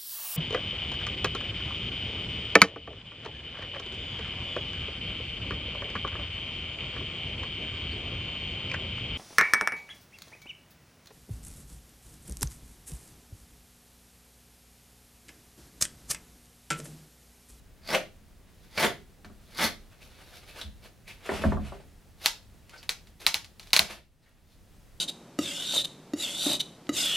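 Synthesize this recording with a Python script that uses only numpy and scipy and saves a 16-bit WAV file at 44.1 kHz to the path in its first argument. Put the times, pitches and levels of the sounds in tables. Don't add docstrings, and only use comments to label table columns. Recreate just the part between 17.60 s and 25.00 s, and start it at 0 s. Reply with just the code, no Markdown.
import sys
import numpy as np
from scipy import signal
from scipy.fft import rfft, irfft, next_fast_len
from scipy.io import wavfile
from scipy.ndimage import uniform_filter1d, minimum_filter1d

SR = 44100
rng = np.random.default_rng(int(sys.argv[2]) if len(sys.argv) > 2 else 0)


def generate_wav(sig):
    pcm = np.round(np.clip(np.atleast_2d(sig).T, -1, 1) * 32767).astype(np.int16)
    wavfile.write(sys.argv[1], SR, pcm)


N = 326340
TIME = np.arange(N) / SR
FFT_SIZE = next_fast_len(N + SR, True)
FREQ = np.maximum(np.arange(FFT_SIZE // 2 + 1) * SR / FFT_SIZE, 1)
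RING_FREQ = np.maximum(np.arange(SR // 4 + 1) * 2., 1)


# freq_hz, level_db
SCRAPE_SPECTRUM = [(90, -4), (210, -3), (310, 0), (450, 2), (650, -4), (1000, -2.5), (1400, -10), (2000, 4),
                   (2700, -6.5), (3500, 0), (5000, -51), (7000, -22)]
GRAIN_SPECTRUM = [(2500, -22), (3600, 0.5), (4800, -4.5), (6300, -9.5), (7800, -17.5), (10500, -9.5),
                  (13500, -13), (15500, -26.5)]
# peak_s, drag_s, level_db, relative_hiss_db, place_fraction
HARD_STROKES = [(0.346, 0.058, -25.5, -7.5, .448), (1.248, 0.07, -21.5, -6, 0.49),
                (2.042, 0.054, -21, -4.5, .352)]

def strokes(frame_db=-5, rasp_db=-39.5, rasp_fade_db=-3, rasp_hz=4690, climb_hz_per_s=26000):
    drag = slips(per_s=3000, spread_db=3, judder_db=2, judder_per_s=240)
    strip = unit(shape(drag, colour(SCRAPE_SPECTRUM)))
    grain = slips(per_s=5500, spread_db=2.5, judder_db=4, judder_per_s=200)
    hiss = unit(shape(grain, colour(GRAIN_SPECTRUM)))
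    out = np.zeros(N)
    for s, drag_s, db, hiss_db, place in HARD_STROKES:
        frame = unit(signal.fftconvolve(drag, blow(frame_response(place)))[:N])
        wood = unit(strip + undb(frame_db) * frame)
        pressure = push(s, drag_s, in_db_per_s=350.5, growth_db=8.5, out_db_per_s=448.5, bite_db=8.5)
        speed = push(s, drag_s, in_db_per_s=422, growth_db=11.5, out_db_per_s=446)
        out += undb(db) * (wood * pressure + undb(hiss_db) * hiss * speed)
        pitch_hz = rasp_hz + climb_hz_per_s * np.clip(TIME - s + drag_s, 0, drag_s)
        rasp = unit(resonate(drag, pitch_hz, width_hz=330))
        rasp *= push(s, drag_s, in_db_per_s=518, growth_db=rasp_fade_db, out_db_per_s=446)
        out += undb(rasp_db + rasp_fade_db) * rasp
    return out


def slips(per_s, spread_db, judder_db, judder_per_s):
    sizes = undb(spread_db * np.minimum(rng.exponential(size=N), 4))
    signs = rng.choice([-1, 1], N)
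    slipping = rng.random(N) < per_s / SR
    return sizes * signs * slipping * undb(judder_db * walk(judder_per_s))


def push(peak_s, drag_s, in_db_per_s, growth_db, out_db_per_s, bite_db=0):
    bite_s = peak_s - drag_s
    sliding = np.where(TIME < bite_s, bite_db + in_db_per_s * (bite_s - TIME), 0)
    dragging = growth_db * np.clip((peak_s - TIME) / drag_s, 0, 1)
    leaving = out_db_per_s * np.maximum(TIME - peak_s, 0)
    return undb(-np.minimum(sliding + dragging + leaving, 140))


# pitch_hz, width_hz, level_db
SHIM_MODES = [(760, 270, -8.5), (2084, 430, -3), (2990, 760, 1.5), (3965, 720, 6), (5400, 2900, -6),
              (6976, 2700, -16), (9450, 1300, -12.5), (12200, 4300, -14)]
# freq_hz, level_db
SPLINTER_SPECTRUM = [(60, -17.5), (170, -13), (350, -15.5), (600, -9.5), (880, -3), (1300, -4.5),
                     (2400, -2), (4400, -0.5), (6500, -7), (8300, -11.5), (10500, -11.5), (14000, -18),
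                     (16000, -31)]
# start_s, peak_db, relative_splinter_db
FIBRE_CRACKS = [(1.1791, -18, -22), (1.2455, -18.5, -17), (1.647, -41, -13.5), (3.478, -43.5, -6),
                (4.6592, -2.5, -19), (5.095, -46.5, -5.5), (5.229, -38.5, -11), (5.2922, -9.5, -18.5),
                (5.471, -46.5, -8.5), (5.6653, -2, -19), (5.7428, -7, -19.5), (5.845, -33.5, -17),
                (5.996, -29.5, -17), (6.029, -40.5, -13.5), (6.072, -38, -14.5), (6.105, -36.5, -18),
                (6.1316, 0, -17.5), (6.1402, -8.5, -13.5), (6.164, -2.5, -12), (6.175, -11.5, -34.5),
                (6.191, -0.5, -45), (6.1929, 10.5, -44.5)]

def cracks(travel_s=0.0006, slowest_hz=1200, return_s=0.00045, return_db=-7, room_db=-6,
           splinter_s=0.015):
    releases, tearing = np.zeros((2, N))
    dying = np.exp(-TIME[:SR // 10] / splinter_s)
    for s, db, splinter_db in FIBRE_CRACKS:
        add(releases, s, undb([db]))
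        tearing[int(s * SR):][:len(dying)] = undb(db + splinter_db) * dying
    strongest_hz = SHIM_MODES[3][0]
    bending = np.exp(-4j * np.pi * travel_s * np.sqrt((RING_FREQ + slowest_hz) * strongest_hz))
    wedged_end = 1 + undb(return_db) * np.exp(-2j * np.pi * RING_FREQ * return_s)
    snap = blow(ringing(SHIM_MODES) * bending * wedged_end)
    crackle = tearing * unit(slips(per_s=3600, spread_db=-0.5, judder_db=3, judder_per_s=780))
    reverb = undb(room_db) * echoes(np.linalg.norm(snap) * releases + crackle)
    broad = unit(colour(SPLINTER_SPECTRUM))
    return signal.fftconvolve(releases, snap)[:N] + shape(crackle + reverb, broad)


# pitch_hz, width_hz, level_db
DOOR_MODES = [(38, 4.4, -3.5), (62, 10, 1.5), (85, 37, -6), (114, 22, -7), (146, 17, -1), (205.8, 12, 1),
              (282, 91, -8)]
# start_s, peak_db, brightness_hz, place_fraction, boom_db
FRAME_KNOCKS = [(0.2902, -27, 3020, .5, -65), (.341, -15, 2630, 0.24, -51), (1.177, -14, 4300, .5, -59),
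                (1.24, -18, 2500, 0.58, -43), (1.646, -38, 2200, 0.457, -45),
                (1.699, -47, 1100, 0.4, -47.5), (1.995, -18.5, 4090, .35, -47), (3.033, -69, 220, .4, -41),
                (3.691, -17.5, 2110, 0.29, -46), (3.716, -24.5, 1130, 0.29, -32.5),
                (3.79, -35, 1210, 0.29, -32), (3.838, -17, 1390, 0.41, -44), (3.847, -28, 830, 0.48, -16),
                (3.92, -21, 1330, .42, -25.5), (3.971, -31.5, 1040, 0.6, -29.5),
                (4.065, -52.5, 400, .5, -47), (4.121, -30.5, 1130, 0.27, -48), (4.149, -42, 700, 0.36, -62),
                (4.2, -43.5, 786, 0.28, -72), (6.192, -11, 2384, 0.45, -26.5)]

def knocks(boom_lag_s=0.004, boom_cutoff_ratio=0.46, clatter_db=-1, clatter_s=0.0098):
    out, t, door = np.zeros(N), TIME[:SR // 20], ringing(DOOR_MODES)
    for s, db, brightness_hz, place, boom_db in FRAME_KNOCKS:
        clatter = unit(rng.standard_normal(len(t)) * np.exp(-t / clatter_s))
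        contact = undb(clatter_db) * clatter / np.sqrt(len(t))
        contact[0] = 1
        ring = signal.fftconvolve(blow(frame_response(place)), contact)
        knock = signal.sosfilt(signal.butter(4, brightness_hz, fs=SR, output="sos"), ring)
        add(out, s, undb(db) * knock / np.abs(knock).max())
        boom = blow(door / (1 + 1j * RING_FREQ / (boom_cutoff_ratio * brightness_hz)) ** 2)
        add(out, s + boom_lag_s, undb(boom_db) * boom)
    return out


# pitch_hz, width_hz, level_db
FRAME_MODES = [(213, 63, -7.5), (386, 33, 3.5), (652.5, 90, 1), (731, 18, 4), (844, 68, -3),
               (993, 130, -4.5), (1370, 660, -2.5), (1880, 300, -5.5), (2154, 140, -6), (3380, 710, -7.5),
               (4600, 360, -10.5)]

def frame_response(place, node_gain=0.63):
    return ringing([(hz, width, db + 20 * np.log10(node_gain + abs(np.sin(np.pi * k * place))))
                    for k, (hz, width, db) in enumerate(FRAME_MODES, 1)])


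# freq_hz, level_db
RUB_SPECTRUM = [(180, -26.5), (300, 0.5), (744, 3.5), (1000, -2.5), (1350, 0.5), (2320, 0.5), (2790, 0),
                (3510, -4), (6050, -13), (11300, -17), (15500, -34.5)]
# peak_s, rise_s, fall_s, level_db, relative_hiss_db
LIGHT_RUBS = [(.88, .03, .04, -60, -14), (1.045, 0.13, .15, -61, -1), (1.93, 0.15, .03, -58, 0.5),
              (2.33, 0.024, .04, -57, -27), (2.424, 0.028, .06, -55, -2), (2.63, 0.48, .25, -55, -6),
              (2.776, 0.12, .05, -49.5, -2.5), (2.895, 0.074, .08, -50, -3.5),
              (2.991, 0.046, .07, -39, -7.5), (3.258, 0.066, .04, -50, -4),
              (3.484, 0.019, 0.098, -49.5, -1.5), (3.647, 0.025, 0.14, -45, -13),
              (3.744, 0.11, .16, -33.5, -18), (3.837, 0.053, .1, -42.5, -22),
              (3.925, .02, 0.091, -52.5, -16), (4.05, 0.067, 0.21, -47.5, -31),
              (4.655, 0.046, .01, -35.5, 1), (5.17, 0.27, 0.11, -57, -14.5),
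              (5.138, 0.012, 0.037, -52, -25), (5.23, 0.021, .05, -53, -11), (5.603, 0.0089, .14, -48.5, 0),
              (6.07, .12, .08, -61.5, 1.5), (6.256, .07, 0.11, -34.5, -12),
              (6.325, .08, 0.064, -32.5, -6.5), (6.66, 0.11, .2, -59.5, -9.5), (6.92, 0.091, .08, -65.5, 4)]

def rubs():
    drag = slips(per_s=4600, spread_db=1.5, judder_db=3, judder_per_s=70)
    wood = unit(shape(drag, colour(RUB_SPECTRUM)))
    grain = slips(per_s=7000, spread_db=3, judder_db=2.5, judder_per_s=440)
    hiss = unit(shape(grain, colour(GRAIN_SPECTRUM)))
    return sum(undb(db) * swell(s, rise_s, fall_s) * (wood + undb(hiss_db) * hiss)
               for s, rise_s, fall_s, db, hiss_db in LIGHT_RUBS)


# middle_s, length_s, pitch_hz, level_db
STRIP_SQUEAKS = [(0.349, 0.026, 2050, -22.5), (0.355, 0.057, 600, -25.5), (1.237, 0.053, 630, -27),
                 (2.424, .04, 2360, -51), (2.913, 0.096, 2380, -52.5), (2.99, 0.062, 1550, -45),
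                 (3.021, 0.049, 3520, -40), (3.508, 0.12, 2340, -44), (5.14, 0.03, 1500, -47),
                 (5.184, 0.059, 4800, -53), (6.638, 0.06, 3880, -61.5), (6.681, 0.13, 1767, -59)]

def squeaks(q=6):
    drag = slips(per_s=4000, spread_db=4.5, judder_db=4.5, judder_per_s=120)
    out = np.zeros(N)
    for middle_s, length_s, hz, db in STRIP_SQUEAKS:
        start_s, count = middle_s - length_s / 2, int(length_s * SR)
        rasp = signal.lfilter(*signal.iirpeak(hz, q, fs=SR), drag[int(start_s * SR):][:count])
        add(out, start_s, undb(db) * unit(rasp) * np.hanning(count))
    return out


# peak_s, rise_s, fall_s, level_db
WEIGHT_SHIFTS = [(3.06, .04, .3, -53), (3.969, 0.12, 0.11, -38), (6.305, .05, 0.14, -44)]

def rumble(soft_hz=60):
    door = blow(ringing(DOOR_MODES) / (1 + 1j * RING_FREQ / soft_hz))
    shaking = unit(signal.fftconvolve(rng.standard_normal(N), door)[:N])
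    return shaking * sum(undb(db) * swell(s, rise, fall) for s, rise, fall, db in WEIGHT_SHIFTS)


# freq_hz, t60_s
ROOM_DECAY = [(100, 0.68), (700, 0.24), (2000, 0.28), (4000, 0.31), (12000, 0.23)]

def echoes(x, bass_side=0.8, mid_side=0.46, treble_side=1.0, near_db=3, near_s=0.02):
    t = TIME[:SR * 3 // 4]
    mid, side = rfft(rng.standard_normal((2, len(t))))
    octave = np.log2(np.clip(np.arange(len(mid)) * SR / len(t), 64, 16384))
    width = np.interp(octave, np.log2([80, 200, 4500, 8000]), [bass_side, mid_side, mid_side, treble_side])
    noise = mid + width * side * np.array([[1], [-1]])
    hz, t60 = np.transpose(ROOM_DECAY)
    tail = 0
    for k in range(6, 15):
        band = irfft(noise * np.maximum(1 - abs(octave - k), 0), len(t))
        tail += band * np.exp(-np.log(1000) * t / np.interp(k, np.log2(hz), t60))
    near_walls = 1 + undb(near_db) * np.exp(-t / near_s)
    onset = np.clip(t / 0.0044 - 0.5, 0, 1)
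    room = unit(tail * near_walls * onset) / np.sqrt(len(t))
    return signal.fftconvolve(x[None], room, axes=1)[:, :N]


# freq_hz, level_db
ROOM_TONE_SPECTRUM = [(13, -38.5), (22, 2), (97, -4), (135, -10), (182, -10), (306, -17), (679, -22.5),
                      (1050, -27.5), (1350, -28), (1980, -28), (2150, -30), (2680, -30), (3070, -31),
                      (14300, -37.5), (15500, -39.5)]

def room_tone(level_db=-54.5, bass_side=0.42, treble_side=0.3, waver_db=0.42,
              whine_hz=10700, whine_db=-81):
    mid, side = rng.standard_normal((2, N)) * undb(waver_db * walk(per_s=27))
    width = np.interp(np.log(FREQ), np.log([100, 6000]), [bass_side, treble_side])
    stereo = mid + shape(side, width) * np.array([[1], [-1]])
    noise = unit(shape(stereo, colour(ROOM_TONE_SPECTRUM)))
    return undb(level_db) * noise + undb(whine_db) * np.sin(2 * np.pi * whine_hz * TIME)


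def swell(peak_s, rise_s, fall_s, edge_db=21, roundness=1.016):
    away = np.maximum((peak_s - TIME) / rise_s, (TIME - peak_s) / fall_s)
    gain, heard = np.zeros(N), away < 4
    gain[heard] = undb(-edge_db * away[heard] ** roundness)
    return gain


def ringing(modes):
    return sum((-1) ** k * undb(db) / (1 + 1j * (RING_FREQ / hz - hz / RING_FREQ) * hz / width)
               for k, (hz, width, db) in enumerate(modes))


def blow(response):
    ring = irfft(response)
    return ring / np.abs(ring).max()


def resonate(x, hz, width_hz):
    turn = np.exp(2j * np.pi * np.cumsum(hz) / SR)
    pole = np.exp(-np.pi * width_hz / SR)
    return np.real(turn * signal.lfilter([1], [1, -pole], x / turn))


def colour(points):
    hz, db = np.transpose(points)
    roll_off = np.sqrt((1 + (0.7 * hz[0] / FREQ) ** 6) * (1 + (FREQ / hz[-1] / 1.3) ** 8))
    return undb(np.interp(np.log(FREQ), np.log(hz), db)) / roll_off


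def shape(x, response):
    return irfft(rfft(x, FFT_SIZE) * response, FFT_SIZE)[..., :N]


def walk(per_s):
    hold = int(SR / per_s)
    steps = np.repeat(rng.standard_normal(N // hold + 1), hold)[:N]
    return unit(uniform_filter1d(steps, hold))


def undb(db):
    return 10 ** (np.asarray(db) / 20)


def unit(x):
    return x / np.sqrt(np.mean(x ** 2))


def add(track, s, sound):
    i = int(s * SR)
    track[i:i + len(sound)] += sound[:N - i]


def scene(friction_direct_db=-3, friction_room_db=-4, blows_room_db=-1):
    friction = strokes() + rubs() + squeaks()
    blows = knocks() + rumble()
    reverb = undb(friction_room_db) * echoes(friction) + undb(blows_room_db) * echoes(blows)
    return undb(friction_direct_db) * friction + blows + reverb + cracks() + room_tone()


def record(dry, ceiling_db=-0.13, hold_s=0.33, release_db_per_s=17, clip_level=0.85, top_hz=15800):
    over_db = np.maximum(20 * np.log10(np.abs(dry).max(axis=0) + 1e-9) - ceiling_db, 0)
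    ahead, attack, half_hold = SR // 210, SR // 56, int(hold_s * SR / 2)
    held_db = -minimum_filter1d(-over_db, 2 * half_hold + 1, origin=half_hold - ahead)
    recovery_db = release_db_per_s * TIME
    duck_db = np.maximum.accumulate(held_db + recovery_db) - recovery_db
    limited = np.clip(dry * undb(-uniform_filter1d(duck_db, attack)), -clip_level, clip_level)
    return signal.sosfilt(signal.ellip(8, 0.2, 70, top_hz, fs=SR, output="sos"), limited)


dry = scene()
out = record(dry)
generate_wav(out)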